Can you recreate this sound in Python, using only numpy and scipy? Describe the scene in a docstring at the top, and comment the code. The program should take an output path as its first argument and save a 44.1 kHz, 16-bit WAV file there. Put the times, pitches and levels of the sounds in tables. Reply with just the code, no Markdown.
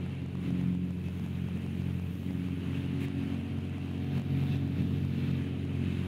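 """Engine and propeller drone inside a light aircraft in cruise: cosines at multiples of shaft speed.
The slipstream hisses past the windows as shaped noise, throbbing with the blades; a window gap sings,
and low noise buffets the cabin. At listed moments a tick sounds while the level snaps down and then
creeps back; much fainter ticks come twice a turn. A small camera hears it with a limited band."""
import sys
import numpy as np
from scipy import signal
from scipy.fft import irfft, next_fast_len
from scipy.io import wavfile
from scipy.ndimage import uniform_filter1d

SR = 44100
rng = np.random.default_rng(int(sys.argv[2]) if len(sys.argv) > 2 else 0)


def wrap_up_sound(samples):
    """Save the sound to the file named by the first command line argument, as 16-bit audio."""
    columns = np.atleast_2d(samples).T
    # keep every value between -1 and 1, then stretch to whole-number steps
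    tamed = np.clip(columns, -1, 1)
    steps = np.round(tamed * 32767).astype(np.int16)
    wavfile.write(sys.argv[1], SR, steps)


def amplitude_ratio(level_db):
    """Convert a level in decibels to the matching linear amplitude (field) ratio."""
    exponent = np.asarray(level_db, float) / 20
    return 10 ** exponent


N = 267687

# Slow changes heard in the cabin, each layer taking its own share. Each row: time in seconds,
# swell of the drone in dB, swell of the slipstream in dB, brightness of the slipstream in dB.
CABIN = [(0.0, -2.5, -0.5, -10), (0.2, -4.5, -1, -7), (0.42, -3, -3, -2), (0.62, 2.5, 1, 1),
         (0.8, -3, -3.5, -2), (1.0, -4.5, -2, 2), (1.2, -2, -0.5, 6), (1.55, -2, -2, -0.5),
         (1.9, -2.5, -1, 3), (2.15, -3, -3, 7), (2.45, -2.5, 0.5, 3.5), (2.75, -2, 1, 0), (3.2, 0, 3, -1),
         (3.55, -3, 0, -3), (3.8, -2, 0.5, -3), (4.05, 0, 1, 0), (4.28, 4, 3, 4), (4.43, 4.5, 3.5, 8),
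         (4.62, 3.5, 0.5, 0), (5.0, 2, 0, 4), (5.25, 2, 2.5, 1), (5.6, 0, 0, -6), (5.85, 0, 2.5, -3),
         (6.07, -1.5, 3, 1)]


def evened(x):
    """Normalization: divides by the root mean square, so that the rms is 1."""
    return x / np.sqrt(np.mean(x ** 2) + 1e-20)


def read(points, hz):
    """Spectral envelope: levels in dB interpolated along a logarithmic frequency axis."""
    f, db = np.transpose(points)
    return np.interp(np.log(hz + 1), np.log(f + 1), db)


def curves(rows):
    """Piecewise-linear control: each column joined by straight lines, one value a sample."""
    s, *columns = np.transpose(rows)
    return [np.interp(np.arange(N) / SR, s, column) for column in columns]


def hold(start, length, edge_s):
    """Smooth gating: the difference of two tanh steps rises to 1, holds and falls again."""
    s = np.arange(N) / SR
    rise = np.tanh(2 * (s - start) / edge_s)
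    fall = np.tanh(2 * (s - start - length) / edge_s)
    return (rise - fall) / 2


def drift(top_hz):
    """Slow random modulation of rms 1: a sum of sines of random phase up to top_hz."""
    s = np.arange(0, N + 200, 200) / SR
    slow = 0
    for f in np.geomspace(.05, 1, 16) * top_hz:
        slow += np.sin(2 * np.pi * (f * s + rng.random())) / np.sqrt(f)
    return np.interp(np.arange(N) / SR, s, evened(slow))


def noise(spectrum, patchy_db, size):
    """Filtered noise of rms 1: random short-time spectra under an envelope with drifting patches."""
    frames = 4 * N // size + 5
    hz = np.fft.rfftfreq(size, 1 / SR)
    real, imaginary, patches = rng.standard_normal((frames, len(hz), 3)).T
    patches = uniform_filter1d(patches, size=12, axis=0)  # along frequency
    patches = evened(uniform_filter1d(patches, size=8, axis=1))  # along time
    level_db = read(spectrum, hz)[:, None] + patchy_db * patches
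    z = (real + 1j * imaginary) * amplitude_ratio(level_db)
    return evened(signal.istft(z, nperseg=size, noverlap=3 * size // 4)[1][:N])


def shaft():
    """Rotation: the integral of shaft speed gives the angle, in turns, that all orders follow."""
    # Each row: time in seconds, shaft speed in Hz.
    speed_rows = [(0.0, 44.96), (0.43, 45.111), (0.87, 44.78), (1.3, 45.03), (1.73, 44.862), (2.17, 45.113),
                  (2.6, 44.902), (3.04, 45.483), (3.47, 45.909), (3.9, 45.869), (4.34, 45.737),
                  (4.77, 45.83), (5.2, 45.53), (5.64, 45.5), (6.07, 45.355)]
    start_turn = .18
    speed_hz = curves(speed_rows)[0]
    return start_turn + np.cumsum(speed_hz) / SR, speed_hz


def order(turns, multiple, db, sway, waver_db):
    """Modulated shaft order: its phase (sway, radians) and level vary with air through the propeller."""
    angle = 2 * np.pi * multiple * turns + sway * (drift(9) + 2.48 * drift(1.49))
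    return -np.sqrt(2) * amplitude_ratio(db + waver_db * drift(12)) * np.cos(angle)


def booms(multiple):
    """Amplitude modulation of one order: it booms or fades for a while, in dB."""
    # Each row: start in seconds, length in seconds, multiple of the shaft speed, level change in dB.
    boom_rows = [(0.45, 0.5, 4, 9.5), (0.46, .45, 6, 9), (1.07, .72, 5, 6), (1.7, .4, 2, 2.5),
                 (2.26, 0.24, 4, 6), (2.24, .35, 6, 11), (2.6, 0.75, 6, 8), (2.72, 0.25, 3, 4),
                 (3.47, 0.16, 3, 6), (5.7, 0.44, 8, 4.5), (2.92, 0.18, 8, 6), (1.9, 0.28, 8, -8),
                 (2, 0.7, 3, -3), (5.2, 0.94, 6, 3), (.95, 1.15, 4, 4), (4.2, .9, 2, 1.5), (0, .4, 3, 5),
                 (3.35, .75, 6, 3), (2.9, .65, 5, 3), (2.3, .55, 8, 1.5), (5.75, .35, 4, 3),
                 (5.75, .4, 2, 2), (4.25, .7, 5, -3), (.22, .24, 4, 7), (1.78, .2, 3, 5),
                 (.45, .35, 3, 1.5), (4.3, .45, 4, 2), (5.2, .2, 5, 3), (5.75, .3, 5, 4), (5.1, .6, 8, 2),
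                 (3.1, .85, 3, 2), (0, .9, 8, 1), (1.4, .4, 8, 2), (3.0, .6, 8, 1.5), (3.7, .35, 8, -3),
                 (.95, 1.5, 4, 1)]
    return sum(db * hold(s, length, 0.062) for s, length, m, db in boom_rows if m == multiple)


def stroke_gain(turns):
    """Cycle-to-cycle variation: each turn beats a little stronger or weaker."""
    spread_db, every_other_db = 1.1, .3
    whole = np.arange(int(turns[-1]) + 2)
    strokes_db = spread_db * rng.standard_normal(len(whole)) + every_other_db * (-1.) ** whole
    return amplitude_ratio(np.interp(turns, whole, strokes_db))


def loud_orders(turns, speed_hz):
    """Harmonic series locked to the shaft: low multiples sum to the beating drone."""
    # Each row: multiple of the shaft speed, base rms level in dB, share of the drone's swell,
    # level change in dB for each Hz above cruise speed.
    order_rows = [(2, -39, 0.43, 1), (3, -39, 2.17, -4.5), (4, -45, 0.85, -5.5), (5, -46, 1.25, 8),
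                  (6, -47, 1.22, 3.5), (8, -55.5, 0.24, 3)]
    cruise_hz = 45.4
    shared_sway_turns = 0.013  # each of two drifts moves all loud orders early or late together
    slip_cycles, slip_mid_hz, slip_span_hz = .2, 45.25, .15
    swell_db = curves(CABIN)[0]
    swaying = turns + shared_sway_turns * (drift(9) + drift(1.45))
    # orders above the second trail it at low speed and lead it at high speed
    slip = slip_cycles * np.tanh((speed_hz - slip_mid_hz) / slip_span_hz)
    loud = 0
    for k, base_db, share, db_per_hz in order_rows:
        db = base_db + share * swell_db + db_per_hz * (speed_hz - cruise_hz) + booms(k)
        order_turns = swaying + (k > 2) * slip / k
        loud += order(order_turns, k, db, sway=0.1 + 0.004 * k ** 2, waver_db=0.7 + 0.008 * k ** 2)
    return loud * stroke_gain(turns)


def faint_orders(turns):
    """Weak whole and half orders: each follows the shaft from a random starting phase."""
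    # Each row: multiple of the shaft speed, base rms level in dB.
    faint_rows = [(1, -66), (1.5, -89), (2.5, -61), (3.5, -71), (6.5, -57.5), (7, -61), (8.5, -67.5),
                  (9, -63.5), (9.5, -62.5), (10, -61), (12, -74), (13.5, -74.5), (18.5, -76)]
    swell_db = curves(CABIN)[0]
    faint = 0
    for k, db in faint_rows:
        faint += order(turns + rng.random(), k, db + .5 * swell_db, sway=0.49, waver_db=2.2)
    return faint


def whine(turns):
    """High shaft harmonics: multiples 14 and 16 sound as a thin whine that stands out for a while."""
    whine_db = -78 + 14.6 * hold(2.95, 2.2, 0.21)
    peak_db = 2.3 * hold(3.98, 0.46, .15)
    lower = order(turns, 14, whine_db - 2.5, sway=.26, waver_db=2.)
    upper = order(turns, 16, whine_db + peak_db, sway=0.23, waver_db=1.6)
    return amplitude_ratio(0.15 * curves(CABIN)[0]) * (lower + upper)


def engine(turns, speed_hz):
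    """Superposition: loud orders, faint orders and whine share one shaft."""
    return loud_orders(turns, speed_hz) + faint_orders(turns) + whine(turns)


def snaps(x, turns):
    """Impulse and relaxation: a tick, an abrupt fall in level, then exponential recovery."""
    # Each row: time in seconds, tick level in dB ahead of the common gain, brightest part in Hz.
    snap_rows = [(0.0636, -58, 8600.0), (0.1517, -60, 6900.0), (0.2623, -58, 7600.0), (0.354, -55, 1100),
                 (0.5062, -56, 5700.0), (0.6134, -57, 6500.0), (0.6401, -59, 15000.0),
                 (0.7293, -62, 7800.0), (0.7511, -58, 8800.0), (0.9078, -57, 7400.0), (1.0857, -56, 5200.0),
                 (1.1972, -57, 5200.0), (1.2637, -56.5, 6900.0), (1.4868, -60, 7200.0),
                 (1.5752, -59, 7100.0), (1.6643, -57, 5500.0), (1.8202, -59, 5030), (1.9981, -57, 8600.0),
                 (2.1538, -60, 5500.0), (2.3086, -57, 4800.0), (2.4866, -56, 14300.0), (2.8644, -60, 5260),
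                 (3.0562, -58, 5500), (3.0844, -54, 7000.0), (3.3491, -59, 7900.0), (3.4136, -60, 7870),
                 (3.5878, -57, 5000.0), (3.6529, -60, 6500.0), (3.6966, -60, 7400.0), (3.7829, -57, 7800.0),
                 (3.914, -59, 9000.0), (3.981, -60, 6500), (4.046, -59, 6000), (4.1811, -52, 14600.0),
                 (4.1975, -56, 7000.0), (4.2193, -55, 7200.0), (4.4056, -59, 6400.0), (4.4379, -56, 9300.0),
                 (4.5583, -58, 5300.0), (4.571, -58, 8300.0), (4.6777, -59, 8300.0), (4.822, -60, 8400.0),
                 (4.985, -60, 6000), (5.0514, -56, 8400.0), (5.314, -59, 7000), (5.4231, -59, 5500.0),
                 (5.6521, -59, 6500.0)]
    # Tick spectrum. Each row: frequency in Hz, relative level in dB.
    tick_spectrum = [(150, -30), (350, 15), (700, 16), (1500, 4), (5000, -10), (9000, -16), (12000, -22),
                     (15000, -24)]
    usual_tick_db, fall_at_usual_db, fall_share = -52, 3.5, 0.32  # louder ticks pull the level lower
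    recovery_s, tick_gain_db = .09, 29.3
    # faint ticks, without a fall, come every half turn: near a trough of the second order
    troughs = np.flatnonzero(np.diff(np.floor(2 * turns))) / SR + .001
    size, pitch = rng.random((len(troughs), 2)).T
    faint_db = -81.5 - 6.0 * np.log(np.maximum(size, .05))
    faint = np.transpose([troughs, faint_db, 4500 * 2 ** (1.2 * pitch)])
    s, tick_db, top_hz = np.vstack([snap_rows, faint]).T
    at = (s * SR).astype(int)
    hz = np.fft.rfftfreq(512, 1 / SR)
    octaves = np.log2((hz + 1) / top_hz[:, None])
    bump_db = 8 * np.exp(-(octaves / .28) ** 2)
    pulses = irfft(amplitude_ratio(read(tick_spectrum, hz) + bump_db + tick_db[:, None]))
    shapes = -np.roll(pulses, 256, axis=1) * np.hanning(512)
    ticks, steps = np.zeros((2, N + 1024))
    np.add.at(ticks, at[:, None] + np.arange(512), shapes)
    listed = slice(len(snap_rows))
    falls_db = fall_at_usual_db + fall_share * (tick_db[listed] - usual_tick_db)
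    steps[at[listed]] = np.maximum(falls_db, 0)
    fall_db = signal.lfilter([1], [1, -np.exp(-1 / (recovery_s * SR))], steps[:N])
    fall_db = uniform_filter1d(fall_db - fall_db.mean(), size=16)  # the mean level is kept in dB
    return x / amplitude_ratio(fall_db) + amplitude_ratio(tick_gain_db) * ticks[256:N + 256]  # pulses centred on their times


def gusts():
    """Transient flow: Gaussian rises in dB, shared by the hiss bands, the whistle and the buffeting."""
    # Each row: peak time in seconds, length in seconds, rise in dB.
    gust_rows = [(0.44, 0.15, 4), (2.764, 0.054, 2.5), (3.03, 0.06, 2.5), (4.18, 0.1, 4.5),
                 (1.655, 0.28, 2.5), (4.55, 0.06, 1.5), (5.24, 0.079, 0), (4.79, .06, 2)]
    s = np.arange(N) / SR
    return sum(db * np.exp(-(2 * (s - peak) / length) ** 2) for peak, length, db in gust_rows)


def hiss(gusts_db):
    """Broadband flow noise in three bands: hiss follows rush, fizz brightness, treble both."""
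    # Spectra of the bands. Each row: frequency in Hz, relative level in dB.
    hiss_spectrum = [(300, -6), (600, -0.5), (1100, -5), (1700, -4.5), (2050, -4), (2200, -2), (2500, -2),
                     (2900, -3), (3150, -4), (3420, -9.5), (3550, -8.5), (3770, -10), (3900, -11),
                     (5200, -24), (7000, -47)]
    treble_spectrum = [(3000, 4), (5000, 4), (6500, 9.5), (7800, 3.5), (10300, 8.5), (11500, -2),
                       (13000, -21)]
    fizz_spectrum = [(9000, -10), (11500, 1), (13500, 4), (14200, -2), (14900, -2), (15600, 2)]
    _, rush_db, bright_db = curves(CABIN)
    treble_gusts_db = 1.08 * gusts_db
    hiss_db = -54 + rush_db + gusts_db
    treble_db = -71 + 0.7 * rush_db + 0.3 * bright_db + treble_gusts_db
    treble_db -= 3 * hold(4, 1.4, .05)  # 3 dB lower from 4 to 5.4 s
    fizz_db = -73.5 + bright_db + treble_gusts_db
    bands = amplitude_ratio(hiss_db) * noise(hiss_spectrum, 1.09, size=1024)
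    bands += amplitude_ratio(treble_db) * noise(treble_spectrum, 1.4, size=512)
    return bands + amplitude_ratio(fizz_db) * noise(fizz_spectrum, 1.2, size=512)


def sizzle():
    """Gated band noise: for a while the slipstream sharpens, with short bursts."""
    # Each row: frequency in Hz, relative level in dB.
    sizzle_spectrum = [(2800, -9), (3600, 5.5), (4600, -9.5), (6000, -14.5), (7500, -21), (9500, -30),
                       (11500, -19), (14000, -22), (15600, -24)]
    # Each row: start in seconds, length in seconds, rise in dB.
    burst_rows = [(4.47, 0.13, 6), (4.77, .12, 2.5), (5.17, 0.15, 2)]
    bursts_db = sum(db * hold(s, length, 0.049) for s, length, db in burst_rows)
    return hold(4, 1.4, .05) * amplitude_ratio(-63.5 + bursts_db) * noise(sizzle_spectrum, 1.6, size=512)


def whistle(gusts_db):
    """Frequency-shifted narrowband noise: a window gap sings at a wandering pitch."""
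    # Each row: frequency in Hz, relative level in dB.
    whistle_spectrum = [(2300, -29), (2480, -8), (2580, -3.5), (2680, 3.5), (2800, -8), (2950, -31.5)]
    wander_hz = 35  # rms
    rush_db = curves(CABIN)[1]
    shift = np.exp(2j * np.pi * np.cumsum(wander_hz * drift(4)) / SR)
    analytic = signal.hilbert(noise(whistle_spectrum, 2.9, size=1024), next_fast_len(N))[:N]
    level_db = -64.5 + rush_db + 0.84 * gusts_db + drift(7.9)
    return amplitude_ratio(level_db) * (analytic * shift).real


def rasp():
    """Gated band noise: one short rough puff of air."""
    # Each row: frequency in Hz, relative level in dB.
    rasp_spectrum = [(1500, -17), (1900, 2), (2250, -3), (2650, 2), (3100, -21.5)]
    return hold(3.004, .054, 0.0087) * amplitude_ratio(-52) * noise(rasp_spectrum, 1.0, size=256)


def slipstream(turns, gusts_db):
    """Amplitude modulation: the air noise throbs with each passing blade and each turn."""
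    throb = 1 + 0.062 * np.cos(4 * np.pi * turns) + 0.034 * np.cos(2 * np.pi * turns)
    flutter_db = 0.5 * drift(25)
    rushing = hiss(gusts_db) + sizzle() + whistle(gusts_db) + rasp()
    return throb * amplitude_ratio(flutter_db) * rushing


def buffeting(gusts_db):
    """Low-frequency turbulence noise: buffeting air shakes the cabin."""
    # Each row: frequency in Hz, relative level in dB.
    buffet_spectrum = [(30, -19), (55, -52), (80, -7.5), (100, -7), (125, 2), (190, 0.5), (300, -9),
                       (450, -20.5), (560, -26), (1000, -60.5)]
    level_db = -39 + 0.8 * curves(CABIN)[0] + gusts_db + 0.25 * drift(5.8)
    return amplitude_ratio(level_db) * noise(buffet_spectrum, 0.96, size=4096)


def scene():
    """Superposition: engine and air add, and the snaps act on their sum."""
    turns, speed_hz = shaft()
    gusts_db = gusts()
    air = slipstream(turns, gusts_db) + buffeting(gusts_db)
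    return snaps(engine(turns, speed_hz) + air, turns)[None]


def band_limit(x):
    """A steep low-pass at the top of the band."""
    return signal.sosfilt(signal.butter(12, 15820, fs=SR, output="sos"), x)


def record(dry):
    """Band limiting: the camera cuts the deepest bass and the extreme top."""
    low_cut = signal.butter(2, 48, "high", fs=SR, output="sos")
    top_cut = signal.firwin(801, 15760, fs=SR)[None]
    without_bass = signal.sosfiltfilt(low_cut, dry)
    mix = signal.oaconvolve(without_bass, top_cut, "same")
    return band_limit(mix)


dry = scene()
out = record(dry)
wrap_up_sound(out)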